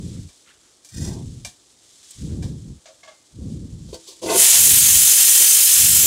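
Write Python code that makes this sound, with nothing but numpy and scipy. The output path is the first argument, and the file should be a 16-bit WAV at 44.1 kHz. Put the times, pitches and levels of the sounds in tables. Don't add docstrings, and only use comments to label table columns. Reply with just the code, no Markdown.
import sys
import numpy as np
from scipy import signal
from scipy.fft import rfft, irfft, next_fast_len
from scipy.io import wavfile
from scipy.ndimage import uniform_filter1d

SR = 44100
rng = np.random.default_rng(int(sys.argv[2]) if len(sys.argv) > 2 else 0)


def file_out(sig):
    cols = np.atleast_2d(sig).T
    lim = np.clip(cols, -1, 1)
    pcm = np.round(lim * 32767).astype(np.int16)
    wavfile.write(sys.argv[1], SR, pcm)


N = 267246
T = np.arange(N) / SR

# frequency in Hz, relative level in dB.
ROOM_SPECTRUM = [(30, -12), (60, -2), (120, -2.5), (220, -5.5), (290, 1.5), (500, -4.5), (800, -8.5),
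                 (1300, -11), (2500, -25), (3500, -54)]
BUFFET_SPECTRUM = [(25, -21), (45, -6), (80, 4), (180, 0), (250, -6), (330, -11), (400, -18.5),
                   (520, -24.5), (650, -37.5), (900, -43.5), (1400, -56.5)]
OIL_SPECTRUM = [(710, -38), (1200, -9), (1320, -47), (1540, -11), (2050, -8.5), (2800, -6), (3020, -2),
                (3470, 1), (4540, 0.5), (7600, 3.5), (9830, -4), (12100, -16.5), (15600, -25)]
BLADE_SPECTRUM = [(710, -9), (1200, -8), (1420, -46), (1570, -3.5), (1710, -4), (1940, -11), (2140, -11),
                  (2380, -11), (2890, -10), (3190, -2), (5690, 2.5), (8740, 0.5), (15600, -21)]
WOK_RUB_SPECTRUM = [(350, 6.5), (550, -2), (750, 0), (920, 0), (1100, -7), (1350, -30), (2500, -33)]
LIFT_SPECTRUM = [(400, -18), (600, 8), (900, -3.5), (2000, -6.5), (3500, -5), (7000, -7), (10000, -29),
                 (15000, -42)]
RIM_SPECTRUM = [(100, -14.5), (250, -5.5), (400, 7.5), (650, -7.5), (800, -11), (1050, -7), (1400, -38),
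                (2500, -17.5), (4500, -10), (8000, -18), (15000, -41)]
STEAM_SPECTRUM = [(2000, -25), (3500, -10.5), (5200, -7.5), (6300, -1.5), (7500, 2.5), (8100, -1),
                  (9300, 1), (11000, -1.5), (13000, -6), (15600, -10)]
SPIT_SPECTRUM = [(60, -42), (300, -18), (700, -15), (1100, -13), (1800, -3.5), (2500, 0), (3200, 1.5),
                 (4500, -0.5), (7000, -2), (14000, -8.5)]

# start in seconds, length in seconds, relative level in dB, sag in dB per second.
DRAUGHT_GUSTS = [(-.3, 0.63, -24, 14.5), (0.906, 0.66, -17.5, 37.5), (2.136, 0.54, -24, 10),
                 (2.565, 0.25, -28, 8), (3.308, 0.717, -23, 23), (4.501, 0.65, -32.5, 6.5),
                 (5.67, .7, -35.5, -11.5)]
# peak in seconds, level in dB, rise in seconds.
OIL_FLARES = [(.08, -51, .09), (1.03, -47, 0.055), (1.36, -82, 0.09), (2.2, -49.5, 0.24),
              (3.52, -61.5, 0.093), (4.08, -53.5, 0.18)]
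# peak in seconds, relative level in dB.
VEGETABLE_SHOVES = [(.16, -58), (.5, -52), (.67, -65), (1.09, -55), (2.05, -69), (2.22, -61), (2.32, -61)]
LID_SLIDES = [(4.305, -23.5), (4.55, -48)]

# frequency in Hz, width in Hz, relative level in dB.
BLADE_RESONANCES = [(1586, 19, -5), (2490, 68, -6), (4330, 57, -1), (5060, 30, 6), (5670, 67, 4),
                    (6130, 40, 5), (6640, 50, 0), (7340, 76, 3), (8410, 40, -2), (9020, 40, -4)]
SLIDE_RESONANCES = [(550, 37, -6), (686, 44, 0.5), (696, 22, -14), (917, 16, -2), (1055, 29, -7),
                    (1440, 61, -9.5), (2040, 25, -5.5), (2534, 62, -5.5)]
# frequency in Hz, relative level in dB, time to fall 60 dB in seconds.
SPATULA_MODES = [(577, -10.5, 0.11), (723, -12.5, 0.2), (1150, -14, 0.068), (1590, -24, 0.13),
                 (1810, -29, 0.12), (2180, -10, 0.093), (2353, 5, 0.11), (2620, -22, .06), (2820, -5, 0.15),
                 (3280, -18, 0.099), (4370, -10, 0.1), (5440, 11.5, 0.064), (5700, 1, 0.083),
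                 (6140, 7, 0.08), (6514, 2, .07), (7100, 4, .07), (7700, 9.5, 0.045), (8350, 2, .07)]
HELD_LID_MODES = [(544, -7.5, 0.19), (634, 2, .18), (664, -18, 0.14), (1130, -0.5, 0.21), (1590, -14, .2),
                  (1660, 0, 0.1), (1714, -1, 0.099), (2130, 4, .1), (2100, -8, 0.44), (2163, 5.5, 0.065),
                  (2610, -12, .1), (3320, -5, 0.12)]
SEATED_LID_MODES = [(329, -0.5, 0.64), (366, -14, 0.17), (431.5, 2, 0.31), (506, -1.5, 0.08),
                    (505, 12, 0.15), (608, -10, 0.13), (654, 3, 0.12), (723, -12, 0.28), (911, -4.5, 0.2),
                    (1010, -10, 0.14), (990, -16, 0.17), (1400, -16, 0.15), (1547, -11, 0.12),
                    (1950, -21, .14), (2040, -23, .14), (2500, -27, .14), (3160, -13, 0.18),
                    (4520, -2, .11), (6300, -12, .09)]
# start in seconds, level in dB, ring against clatter in dB,
# rise in seconds, brightness in dB per octave.
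SPATULA_BLOWS = [(.288, -53.5, -4, .002, -3), (.846, -44.5, -5, .002, 1), (.888, -50, 5.5, .001, 4),
                 (1.448, -33.5, 2.5, 0.00072, -2), (2.422, -41, -4, 0.0069, -4)]
LIFT_BLOWS = [(2.855, -45.5, -7, 0.0032, 2), (2.878, -58.5, 16, 0.032, -20.5), (3.031, -47, 1.5, 0.0032, 1),
              (3.074, -47, 6.5, 0.0052, -0.5)]
LANDING_BLOWS = [(3.884, -48, -7, 0.0056, 3), (3.926, -35, -10, 0.006, -0.5),
                 (3.941, -37.5, -1, 0.0021, 4.5), (4.066, -38.5, -20, 0.017, 4),
                 (4.216, -28, -1.5, 0.023, -0.5), (4.261, -20.5, -4.5, 0.00074, -1.5),
                 (4.292, -21.5, -2.5, 0.013, 0.5), (4.336, -22, -4.5, 0.013, -1),
                 (4.572, -44, 18, 0.013, 9), (4.665, -40.5, 2, .015, -13), (5.39, -37, -9, 0.016, -4),
                 (6.035, -36, -4, .012, -3)]

# frequency in Hz, relative level in dB.
CAVITY_TONES = [(1421, -12), (2353, -3.5), (3122, 4), (3695, -4), (4580, -1.5), (5200, 8.5), (6238, 14),
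                (6395, 6), (7115, -13), (7490, 6), (7960, -25), (9045, 1), (9457, -5), (10404, -11),
                (12104, -4), (12235, -14), (13467, -8)]
# time in seconds, relative level in dB.
HISS_TREBLE = [(4.42, -20.5), (4.534, -22.5), (4.602, -17.5), (4.904, -19.5), (5.196, -18), (5.95, -18),
               (6.06, -16)]


def amp(db):
    return 10 ** (np.asarray(db) / 20)


def unit_rms(x):
    return x / np.sqrt(np.mean(x ** 2) + 1e-20)


def tint(x, spectrum, tilt_db=0):
    size = next_fast_len(len(x))
    octave = np.log2(np.fft.rfftfreq(size, 1 / SR) + 1)
    hz, db = np.transpose(spectrum)
    inside = np.clip(octave, np.log2(hz[0]), np.log2(hz[-1]))
    shape_db = np.interp(inside, np.log2(hz), db) + tilt_db * inside - 24 * abs(octave - inside)
    return unit_rms(irfft(rfft(x, size) * amp(shape_db), size)[:len(x)])


def wander(per_s):
    times = np.arange(0, T[-1] + 1, 0.21 / per_s)
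    values = np.convolve(rng.standard_normal(len(times)), [1, 2, 1], "same")
    return unit_rms(np.interp(T, times, values))


def pops(per_s, spread_db):
    at, chance, sign = rng.random((int(per_s * N / SR), 3)).T
    size = amp(spread_db * np.minimum(-np.log(1 - chance), 5))
    return unit_rms(np.bincount((at * N).astype(int), size * np.sign(sign - .5), N))


def resonate(x, hz, width_hz):
    r = np.exp(-np.pi * width_hz / SR)
    return unit_rms(signal.lfilter([1, 0, -1], [1, -2 * r * np.cos(2 * np.pi * hz / SR), r * r], x))


def glide(x, hz, width_hz):
    turn = np.exp(2j * np.pi * np.cumsum(hz) / SR)
    return unit_rms((turn * signal.lfilter([1], [1, -np.exp(-np.pi * width_hz / SR)], x / turn)).real)


def echoes(x, t60, wet_db):
    t = T[:SR // 4]
    tail = rng.standard_normal(len(t)) * amp(-60 * t / t60)
    return x + amp(wet_db) * signal.oaconvolve(x, tail / np.linalg.norm(tail))[:N]


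def stroke(start_s, length_s, rise_s, release_s):
    up = np.clip((T - start_s) / rise_s, 0, 1)
    down = np.clip((start_s + length_s - T) / release_s, 0, 1)
    return (np.sin(np.pi / 2 * up) * np.sin(np.pi / 2 * down)) ** 2


def flare(peak_s, rise_s, fade_s):
    t = T - peak_s
    return np.exp(-(np.minimum(t, 0) / rise_s) ** 2 - np.maximum(t, 0) / fade_s)


def room_tone(level_db=-64.5):
    return amp(level_db) * tint(rng.standard_normal(N), ROOM_SPECTRUM)


def draught(rise_s=0.18, release_s=0.16):
    force = np.zeros(N)
    for start, length, db, sag in DRAUGHT_GUSTS:
        force += stroke(start, length, rise_s, release_s) * amp(db - sag * np.clip(T - start, 0, length))
    force += amp(-42) * stroke(4.18, .3, rise_s, release_s)
    speed = np.clip(force / amp(-28.5), 0, 1) ** 0.86
    eddies = rng.standard_normal(N)
    fast_air = tint(eddies, BUFFET_SPECTRUM, tilt_db=0.73)
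    slow_air = tint(eddies, BUFFET_SPECTRUM, tilt_db=-4.5)
    air = speed * fast_air + (1 - speed) * slow_air
    return force * air * amp(-1.6 + 1.25 * wander(35))


def frying(steady_db=-57.5):
    heat = amp(steady_db) + sum(amp(db) * flare(s, rise, fade_s=0.17) for s, db, rise in OIL_FLARES)
    return heat * tint(pops(9000, spread_db=-1.5), OIL_SPECTRUM) * amp(wander(36))


def spurt():
    whistle = resonate(rng.standard_normal(N), hz=7750, width_hz=920)
    return amp(-36.5) * flare(peak_s=2.112, rise_s=0.0059, fade_s=0.0038) * whistle


def sauce(simmer_db=-75):
    bubbles = sum(resonate(pops(250, spread_db=2.5), hz, hz / 10) for hz in np.geomspace(1200, 3800, 10))
    shoves = sum(amp(db - 1.5) * flare(s, rise_s=0.038, fade_s=0.038) for s, db in VEGETABLE_SHOVES)
    return (amp(simmer_db) + shoves) * unit_rms(bubbles)


def rubbed_steel(slips, resonances):
    return unit_rms(sum(amp(db) * resonate(slips, hz, width) for hz, width, db in resonances))


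def knocks(blows, modes, spectrum, pivot_hz, clatter_t60):
    t, out = T[:SR * 2 // 5], np.zeros(N)
    hz, mode_db, mode_t60 = np.transpose(modes)[:, :, None]
    for start, db, ring_db, rise, bright_db in blows:
        weight = amp(mode_db + bright_db * np.log2(hz / pivot_hz))
        swing = np.sin(2 * np.pi * (hz * t + rng.random(hz.shape))) * amp(-60 * t / mode_t60)
        ring = 2 * (weight * swing).sum(0) / np.linalg.norm(weight)
        dragged_t60 = clatter_t60 + 13.6 * rise
        decay = amp(-60 * np.maximum(t - rise, 0) / dragged_t60)
        clatter = tint(rng.standard_normal(len(t)), spectrum, bright_db) * decay
        knock = amp(db) * np.minimum(t / rise, 1) * (amp(ring_db) * ring + clatter)
        span = out[round(start * SR):][:len(t)]
        span += knock[:len(span)]
    return out


def spatula(chatter_hz=1840, pressed_rise_hz=140, rub_lag_s=0.079):
    pressure = stroke(start_s=0.868, length_s=0.32, rise_s=0.15, release_s=0.13)
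    slips = pops(2000, spread_db=2.4) * pressure * amp(2.2 * wander(60))
    grit = tint(echoes(slips, t60=0.035, wet_db=8), BLADE_SPECTRUM)
    ring = rubbed_steel(slips, BLADE_RESONANCES)
    edge_hz = (chatter_hz + pressed_rise_hz * pressure) * (1 + 0.018 * wander(40))
    chatter = glide(slips, edge_hz, width_hz=50)
    scrape = np.std(slips) * (amp(-44) * grit + amp(-42.5) * ring + amp(-55) * chatter)
    climb = np.interp(T - rub_lag_s, T, pressure)
    rub = amp(-46) * climb * tint(pops(2500, spread_db=0.5), WOK_RUB_SPECTRUM)
    taps = knocks(SPATULA_BLOWS, SPATULA_MODES, BLADE_SPECTRUM, pivot_hz=4000, clatter_t60=0.19)
    return scrape + rub + taps


def lid():
    lift = knocks(LIFT_BLOWS, HELD_LID_MODES, LIFT_SPECTRUM, pivot_hz=1200, clatter_t60=.25)
    landing = knocks(LANDING_BLOWS, SEATED_LID_MODES, RIM_SPECTRUM, pivot_hz=600, clatter_t60=0.071)
    judder = rubbed_steel(pops(3000, spread_db=1.5), SLIDE_RESONANCES)
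    sliding = sum(amp(db) * flare(s, rise_s=0.025, fade_s=0.096) for s, db in LID_SLIDES)
    return lift + landing + sliding * judder


def spitting(steady_db=-22.5, surge_db=-27):
    drops = echoes(pops(7000, spread_db=2.1), t60=.12, wet_db=-4)
    spit = tint(drops, SPIT_SPECTRUM) * amp(1.2 * wander(30))
    return spit * (amp(steady_db) + amp(surge_db) * flare(peak_s=4.56, rise_s=0.14, fade_s=.05))


def cavity(waver_db=4):
    jets = rng.standard_normal(N)
    tones = (resonate(jets, hz, width_hz=30) * amp(db + waver_db * wander(4)) for hz, db in CAVITY_TONES)
    return unit_rms(sum(tones))


def shimmer(hiss, treble_db, patchy_db=1.23, hump_db=2.0):
    steam_hz, hump_width_hz, sink_start_s, sink_hz_per_s = 9300, 1000, 5.13, 1500
    hz, t, bands = signal.stft(hiss, SR, nperseg=512)
    patches = uniform_filter1d(rng.standard_normal(bands.shape), size=10, axis=0)
    patches = unit_rms(uniform_filter1d(patches, size=16, axis=1))
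    pitch = steam_hz - sink_hz_per_s * np.maximum(t - sink_start_s, 0)
    hump = np.exp(-((hz[:, None] - pitch) / hump_width_hz) ** 2)
    top_db = np.clip((hz - 10000) / 2500, 0, 1)[:, None] * np.interp(t, T, treble_db)
    gain = amp(patchy_db * patches + hump_db * (hump - 1) + top_db)
    return signal.istft(bands * gain, SR, nperseg=512)[1][:N]


def boiling(water_s=4.2125, spread_s=0.19, growth_db_per_s=182, settle_s=0.78):
    since_spread = T - water_s - spread_s
    growth_db = growth_db_per_s * np.clip(since_spread, -spread_s, 0)
    wetted = np.clip((T - water_s) / 0.0087, 0, 1) * amp(growth_db)
    overshoot_db = 2 * np.exp(-np.maximum(since_spread, 0) / settle_s)
    treble_db = np.interp(T, *np.transpose(HISS_TREBLE))
    treble_db = treble_db - treble_db.mean() + 2 + .35 * growth_db
    bursts = pops(40000, spread_db=.8)
    flutter_hz = 47.13 + 1.48 * wander(7.5)
    flutter_db = 1.02 * np.sin(2 * np.pi * np.cumsum(flutter_hz) / SR)
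    steam = tint(echoes(bursts, t60=.09, wet_db=-11), STEAM_SPECTRUM)
    hiss = shimmer(steam + amp(-13.5) * cavity(), treble_db)
    hiss *= amp(-11.5 + overshoot_db + .5 * wander(30) + flutter_db)
    return wetted * (hiss + spitting())


def scene():
    steel = echoes(spatula() + lid(), t60=.18, wet_db=-12)
    mono = steel + frying() + spurt() + sauce() + boiling() + draught() + room_tone()
    return np.array([mono, mono])


def record(dry):
    ceiling, cutoff_hz = amp(-3), 15750
    rounded = dry / (1 + (dry / ceiling) ** 8) ** (1 / 8)
    lowpass = signal.firwin(511, cutoff_hz, window=("kaiser", 9), fs=SR)
    return signal.oaconvolve(rounded, lowpass[None], "same")


dry = scene()
out = record(dry)
file_out(out)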